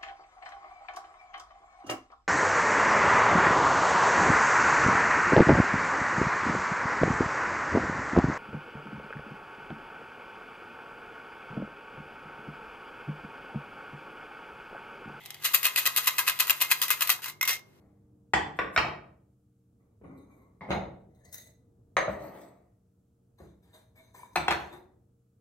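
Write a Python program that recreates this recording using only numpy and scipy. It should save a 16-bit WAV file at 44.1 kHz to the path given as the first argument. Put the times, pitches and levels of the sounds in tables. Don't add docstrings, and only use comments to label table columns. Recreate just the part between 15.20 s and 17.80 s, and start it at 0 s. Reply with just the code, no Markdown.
import sys
import numpy as np
from scipy import signal
from scipy.fft import rfft, irfft
from scipy.io import wavfile
from scipy.ndimage import uniform_filter1d

SR = 44100
rng = np.random.default_rng(int(sys.argv[2]) if len(sys.argv) > 2 else 0)


def decibels_to_gain(level_db):
    exponent = np.asarray(level_db, float) / 20
    return 10 ** exponent


def file_out(sig):
    cols = np.atleast_2d(sig).T
    lim = np.clip(cols, -1, 1)
    pcm = np.round(lim * 32767).astype(np.int16)
    wavfile.write(sys.argv[1], SR, pcm)


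N = 114660

# frequency in Hz, level in dB per Hz.
AIR_COLOUR = [(15, -84), (25, -37.5), (87, -8.5), (117, -6.5), (149, -13.5), (394, -12.5), (531, -16.5),
              (6000, -35.5), (16000, -44)]
# frequency in Hz, likeness from -1 to 1.
AIR_SAME = [(60, 0.58), (380, 0.31), (2380, -0.37), (15000, 0.022)]
HUM_DB = {2: -75, 3: -68, 4: -76, 5: -80, 7: -74, 8: -74}
# frequency in Hz, T60 in seconds.
ROOM_T60 = [(500, 0.54), (2000, 0.16), (6000, 0.2), (14000, 0.046)]
# frequency in Hz, width in Hz, level in dB.
SKIN = [(820, 310, 5), (2070, 200, 9.5), (3250, 900, 5.5)]

# time in seconds, peak in dB, low boom of the tin in
# dB re peak.
SLAMS = [(0.2518, -15, -19.5), (0.3403, -21.5, -2), (0.345, -10.5, -26), (0.4299, -19.5, -17),
         (0.4533, -11, -40), (0.466, -18.5, -10.5), (0.5601, -15, -23.5), (0.5845, -23.5, -14),
         (0.6551, -17.5, -19), (0.6625, -12, -31), (0.672, -15, -18.5), (0.7625, -15, -15.5),
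         (0.7715, -13.5, -30), (0.7763, -15, -42), (0.8719, -14, -9), (0.8773, -12.5, -25),
         (0.9823, -15.5, -26), (1.078, -15.5, -9),
         (1.0851, -15.5, -13), (1.1981, -15, -10), (1.203, -10, -28), (1.2966, -13.5, -6.5),
              (1.3049, -12, -16), (1.417, -14, -7.5), (1.4223, -15.5, -29.5), (1.4313, -31.5, -18),
              (1.5131, -13, -9.5), (1.5189, -12, -9), (1.6162, -14, -12.5), (1.6245, -16.5, -11),
              (1.6337, -19.5, -11), (1.7038, -13.5, -5.5), (1.7109, -15.5, -25.5), (1.8078, -16.5, -12.5),
              (1.8209, -15.5, -21), (1.893, -13.5, -5), (1.901, -9, -15.5)]
# time in seconds, peak in dB.
STRAYS = [(0.036, -46.5), (.059, -32), (0.1048, -28), (0.1435, -33), (0.594, -44), (.832, -34),
          (0.8434, -28.5), (0.859, -27.5), (1.0277, -37), (1.19, -22.5), (1.27, -24), (1.2865, -30.5),
          (1.6812, -23), (1.6928, -26), (1.7297, -28.5), (1.8497, -31.5), (1.8737, -23.5), (1.882, -27)]
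# time in seconds, peak in dB, boom in dB re peak.
TUMBLES = [(1.991, -46, 7), (2.0197, -37, -3.5), (2.0293, -41, -11), (2.0421, -24.5, -14),
           (2.0585, -27, -3), (2.0827, -29.5, -11), (2.0975, -31, -10), (2.2114, -19.5, -14),
           (2.228, -18, -5), (2.2524, -24.5, -22.5), (2.2645, -38.5, 0.5), (2.2815, -23.5, -16),
           (2.2923, -17, -20), (2.3298, -24, -21), (2.3918, -43, -20)]
# time in seconds, peak in dB, boom in
# dB re peak.
LANDINGS = [
    (0.2445, -19, -31.5),
    (2.2757, -16, -35),
            (0.053, -41, -24), (0.17, -53, -19), (0.2246, -36.5, -10), (0.2357, -30, -12), (0.257, -20, -18),
           (0.3511, -17.5, -17), (0.445, -20, -12), (0.4585, -27, -23), (0.579, -19, -12),
           (0.6689, -16, -31), (0.6925, -29, -13), (.7817, -17.5, -8), (0.8053, -34, -15),
           (.8851, -19.5, -7), (0.9898, -15.5, -7), (1.0666, -27, -17), (1.0968, -16, -12),
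           (1.1165, -31.5, -11), (1.2066, -24.5, -19.5), (1.279, -24, -10.5), (1.314, -28.5, -7),
           (1.328, -31, -14.5), (1.4128, -15.5, -10.5), (1.4468, -30, -5), (1.5031, -36.5, -19.5),
           (1.5271, -22, -12), (1.648, -34, -13.5), (1.8251, -20.5, -16.5), (1.8326, -31, -17.5),
           (1.9138, -23, -14.5), (2.0334, -34, -16), (2.2586, -31, -15.5), (2.3435, -36, -15)]
# start in seconds, length in seconds, level in dB, boom in dB re level.
HEAPS = [(0.241, 0.025, -25, -15), (0.333, 0.024, -25, -18), (0.437, 0.031, -24.5, -13.5),
         (0.567, 0.018, -21.5, -15.5), (0.655, 0.021, -33.5, -0.5), (0.773, 0.014, -26.5, -8.5),
         (0.866, 0.015, -25.5, -10), (0.982, 0.018, -27.5, -3.5), (1.07, 0.02, -25, -6.5),
         (1.203, 0.013, -25, -8.5), (1.301, 0.013, -36, -1.5), (1.401, 0.032, -29.5, -11),
         (1.5, 0.015, -27.5, -12.5), (1.619, 0.022, -27, -10), (1.706, 0.011, -24, -9),
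         (1.81, 0.019, -30, -3), (1.903, 0.014, -24.5, -13), (2.022, 0.072, -37.5, -10.5),
         (2.223, 0.034, -46.5, -10.5), (2.276, 0.028, -23.5, -14.5), (2.305, 0.032, -29.5, -29)]
# clack band in dB, sparkle band in dB.
FACES = [(-0.5, -3), (-1, 3.5), (2, 0), (0.5, -1), (-0.5, -0.5), (-2, 0.5), (0.5, 0), (0.5, 1.5),
         (2.5, -0.5), (-1, -1), (2.5, 3), (1.5, 1), (2.5, 3), (-2.5, 0.5), (1.5, 1), (1, 1.5), (-0.5, 0.5),
         (-3, -3), (2, -1.5), (-2.5, -0.5), (-2.5, -4.5)]
# time in seconds, level in dB.
SLIDE = [(0, -57), (.19, -56.5), (.24, -39.5), (.4, -40.5), (.53, -43), (.63, -36.5), (.73, -41.5),
         (.84, -37.5), (.94, -41.5), (1.15, -44), (1.26, -38.5), (1.37, -44.5), (1.48, -42), (1.77, -42.5),
         (1.92, -39), (2.0, -51), (2.12, -60.5), (2.2, -72.5)]

# frequency in Hz, level in dB, T60 in seconds.
TIN_MODES = [(1020, -3, .05), (1250, -2, .04), (1610, -4, .05), (1940, -1, .05), (2480, -3, .04),
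             (2790, -2, .04), (3280, -5, .05), (3930, -4, .05), (4200, -5, .04), (7450, -8, .05),
             (11000, -7, .04), (11800, -5, .025), (12500, -1, .03), (13050, -3, .025)]
# frequency in Hz, level in dB, T60 in seconds.
LID_MODES = [(2105, 0, .13), (2128, -11, .3), (2195, -7, .16), (1975, -14, .1), (5600, -11, .08),
             (5680, -4, .055), (5770, -7, .05)]
# time in seconds, level in dB.
LID_FREEDOM = [
    (.3, -15),
    (2.0, -15),
    (2.21, 2),
    (2.27, -1),
]
# frequency in Hz, likeness from 0 to 1.
TIN_SAME = [(1200, 1), (2500, 0.93), (5000, 0), (14000, 0.27)]
# frequency in Hz, level in dB.
SHELL = [(2300, -0.5), (2800, 1.5), (3300, 0.5), (3900, 1), (4600, 3), (5200, -0.5), (6200, 2),
         (10000, 0.5)]
# frequency in Hz, level in dB.
LEFT_PORT = [(600, -15), (1050, -2.5), (4800, -5.5), (7500, -11.5), (11300, -2.5), (11900, 5.5),
             (13300, 3.5), (15300, -3.5)]
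RIGHT_PORT = [(600, -15), (1050, -4), (3900, -3), (5300, -5), (8800, -4), (11300, -10.5), (12400, -9),
              (15300, -14.5)]

AIR_DB, HUM_HZ, HUM_WANDER_DB = -63.5, 49.2, 2
ROOM_DB, ROOM_GAP_S = -10.5, 0.0027
GRIP_DB, GRIP_END_S, GRIP_FADE_S = -55, 0.14, 0.17
HEAP_RISE_S, HEAP_FALL_DB_PER_S = 0.0022, 526
HEAP_PER_S, HEAP_SPREAD_DB = 2600, 1.6
SLIDE_PER_S, SLIDE_SPREAD_DB, SLIDE_BOOM_DB = 3500, 2.5, -8.5
STRAY_BOOM_DB = -18.5
BOUNCE_S, BOUNCE_DB, CONTACT_S = 0.001, -3, 0.0002
MODE_SPREAD_DB, BOOM_SPLIT_HZ = 7.0, 1700
DENSE_DB, DENSE_T60 = -2, 0.024
THUD_HZ, THUD_T60, THUD_DB = 612, 0.035, -17
KNOCK_HZ, KNOCK_T60, KNOCK_DB = 2330, 0.0045, -10.5
TIN_DB, LEFT_LEAD_S = 1, 0.00007
CLACK_HZ, SPARKLE_HZ, TURN_LEAD_S = (1800, 3100), 10000, 0.015
DIP_HZ, DIP_Q, DIP_SHARE = 2270, 14, 0.75
BEND, EDGE_HZ = 0.034, 15450


def evened(x):
    return x / np.sqrt(np.mean(x ** 2) + 1e-20)


def read(points, hz):
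    f, value = np.transpose(points)
    return np.interp(np.log(hz + 1), np.log(f + 1), value)


def over_time(points):
    return np.interp(np.arange(N) / SR, *np.transpose(points))


def causal(points):
    log_gain = np.log(decibels_to_gain(read(points, abs(np.fft.fftfreq(4096, 1 / SR)))))
    return np.fft.ifft(np.exp(np.conj(signal.hilbert(log_gain)))).real[:1024]


def ringing(t, t60):
    return decibels_to_gain(-60 * t / t60)


def shower(per_s, spread_db):
    struck = rng.random(N) < per_s / SR
    size = np.minimum(rng.exponential(1, N), 4)
    return evened(struck * decibels_to_gain(spread_db * size))


def hum():
    t, total = np.arange(N) / SR, np.zeros((2, N))
    for k, db in HUM_DB.items():
        wander = evened(uniform_filter1d(rng.standard_normal((2, N)), 6000))
        cycles = k * HUM_HZ * t + rng.random() + 0.19 * rng.random((2, 1))
        total += decibels_to_gain(db + HUM_WANDER_DB * wander) * np.sqrt(2) * np.sin(2 * np.pi * cycles)
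    return total


def air():
    hz = np.fft.rfftfreq(N, 1 / SR)
    a, b = rfft(rng.standard_normal((2, N)))
    same = np.clip(read(AIR_SAME, hz), -1, 1)
    sides = np.array([a, same * a + np.sqrt(1 - same ** 2) * b])
    return decibels_to_gain(AIR_DB) * evened(irfft(sides * decibels_to_gain(read(AIR_COLOUR, hz)), N))


def room(x):
    taps = np.zeros((2, SR // 2))
    slots = np.arange(round(ROOM_GAP_S * SR), SR // 2 - 20, 20)
    at = slots + rng.integers(0, 20, (2, len(slots)))
    np.put_along_axis(taps, at, rng.choice([-1., 1.], at.shape), 1)
    hz, t, bands = signal.stft(taps, SR, nperseg=128)
    tail = signal.istft(bands * ringing(t, read(ROOM_T60, hz)[:, None]), SR, nperseg=128)[1]
    return signal.fftconvolve(x, tail / np.linalg.norm(tail[0]), axes=1)[:, :N]


def grip():
    hz, t = np.fft.rfftfreq(N, 1 / SR), np.arange(N) / SR
    colour = sum(decibels_to_gain(db) / (1 + (2 * (hz - f) / width) ** 2) for f, width, db in SKIN)
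    crackle = shower(3000, 2.1) * rng.standard_normal(N)
    rub = crackle + 0.5 * rng.standard_normal((2, N))
    fade = np.clip(1 + (GRIP_END_S - t) / GRIP_FADE_S, 0, 1)
    return decibels_to_gain(GRIP_DB) * evened(irfft(rfft(rub) * colour, N)) * fade


def heaps():
    t, power = np.arange(N) / SR, np.zeros((2, N))
    for start, length, db, boom_db in HEAPS:
        rise = np.clip((t - start) / HEAP_RISE_S, 0, 1)
        shape = rise * decibels_to_gain(db - HEAP_FALL_DB_PER_S * np.maximum(t - start - length, 0))
        power += shape ** 2 * decibels_to_gain([[0], [2 * boom_db]])
    return np.sqrt(power) * shower(HEAP_PER_S, HEAP_SPREAD_DB)


def sliding():
    level = decibels_to_gain(over_time(SLIDE)) * decibels_to_gain([[0], [SLIDE_BOOM_DB]])
    return level * shower(SLIDE_PER_S, SLIDE_SPREAD_DB)


def single_hits():
    force = np.zeros((2, N))
    strays = [(*row, STRAY_BOOM_DB) for row in STRAYS]
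    hits = np.array(SLAMS + strays + TUMBLES + LANDINGS)
    at, peak_db, boom_db = hits.T
    size = decibels_to_gain([peak_db, peak_db + boom_db]) * np.sqrt(0.0013 * SR)
    force[:, np.round(at * SR).astype(int)] += size
    lags = np.cumsum(rng.uniform(0.54, 1.6, (len(hits), 2)), 1) * BOUNCE_S
    for k, lag in enumerate(lags.T):
        force[:, np.round((at + lag) * SR).astype(int)] += size * decibels_to_gain(BOUNCE_DB * (k + 1.5))
    return force


def tap(count=90):
    t = np.arange(2200) / SR
    hz, db, t60 = np.transpose(TIN_MODES)
    detune = np.minimum(60 / hz, 0.04) * rng.uniform(-0.93, 1, len(hz))
    dense_hz = rng.uniform(850, 16000, count)
    dense_t60 = DENSE_T60 * rng.uniform(0.5, 1.5, count) * (4000 / dense_hz) ** 0.15
    hz = np.append(hz * (1 + detune), dense_hz)
    db = np.append(db, np.full(count, DENSE_DB)) + MODE_SPREAD_DB * rng.standard_normal(len(hz))
    t60 = np.append(t60, dense_t60)

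    onset, after = np.minimum(t / CONTACT_S, 1)[:, None], t[:, None]
    tones = np.sin(2 * np.pi * (hz * after + rng.random(len(hz))))
    modes = onset * decibels_to_gain(db) * ringing(after, t60) * tones
    high = hz >= BOOM_SPLIT_HZ
    parts = np.array([modes[:, high].sum(1), modes[:, ~high].sum(1)])
    parts /= np.linalg.norm(parts, axis=1, keepdims=True)

    thud = ringing(t, THUD_T60) * np.sin(2 * np.pi * THUD_HZ * rng.uniform(0.7, 1.3) * t)
    knock = ringing(t, KNOCK_T60) * np.sin(2 * np.pi * KNOCK_HZ * rng.uniform(0.84, 1.213) * t)
    parts[0] += decibels_to_gain(THUD_DB) * thud / np.linalg.norm(thud)
    parts[0] += decibels_to_gain(KNOCK_DB) * knock / np.linalg.norm(knock)
    return parts


def lid_ring(tick):
    t = np.arange(SR // 4) / SR
    ring = sum(decibels_to_gain(db) * ringing(t, t60) * np.sin(2 * np.pi * hz * t) for hz, db, t60 in LID_MODES)
    coupling = rng.uniform(0.6, 1.4, N) * rng.choice([-1., 1.], N)
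    drive = tick * coupling * decibels_to_gain(over_time(LID_FREEDOM))
    return signal.oaconvolve(drive, ring / np.linalg.norm(ring))[:N]


def tin(spots=16):
    force = heaps() + sliding() + single_hits()
    spot, views = rng.integers(0, spots, N), np.zeros((2, N))
    for k in range(spots):
        for view in range(2):
            views[view] += signal.oaconvolve(force * (spot == k), tap(), axes=1)[:, :N].sum(0)
    lid = lid_ring(force[0])
    hz = np.fft.rfftfreq(N, 1 / SR)
    same = np.clip(read(TIN_SAME, hz), 0, 1)
    a, b = rfft(views)
    right = same * a + np.sqrt(1 - same ** 2) * b + rfft(lid)
    right *= np.exp(-2j * np.pi * hz * LEFT_LEAD_S)
    return decibels_to_gain(TIN_DB) * np.array([views[0] + lid, irfft(right, N)])


def turned(x):
    starts = np.array(HEAPS)[:, 0] - TURN_LEAD_S
    which = np.maximum(np.searchsorted(starts, np.arange(N) / SR) - 1, 0)
    clack, sparkle = uniform_filter1d(decibels_to_gain(FACES)[which], size=200, axis=0).T
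    mid = signal.filtfilt(*signal.butter(1, CLACK_HZ, "band", fs=SR), x)
    top = signal.filtfilt(*signal.butter(1, SPARKLE_HZ, "high", fs=SR), x)
    return x + (clack - 1) * mid + (sparkle - 1) * top


def scene():
    near = signal.lfilter(*signal.butter(2, 250, "high", fs=SR), turned(tin()))
    near = near - DIP_SHARE * signal.lfilter(*signal.iirpeak(DIP_HZ, DIP_Q, SR), near)
    heard = near + decibels_to_gain(ROOM_DB) * room(near)
    ports = np.array([np.convolve(causal(port), causal(SHELL)) for port in (LEFT_PORT, RIGHT_PORT)])
    return signal.oaconvolve(heard, ports, axes=1)[:, :N] + grip() + air() + hum()


def band_limit(x):
    return signal.sosfilt(signal.butter(12, 16460, fs=SR, output="sos"), x)


def record(dry):
    lows = signal.lfilter(*signal.butter(2, 200, fs=SR), dry ** 2)
    edge = signal.firwin(numtaps=161, cutoff=EDGE_HZ, window="blackman", fs=SR)
    mix = signal.oaconvolve(dry + BEND * lows, edge[None], "same", axes=1)
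    return band_limit(mix)


dry = scene()
out = record(dry)
file_out(out)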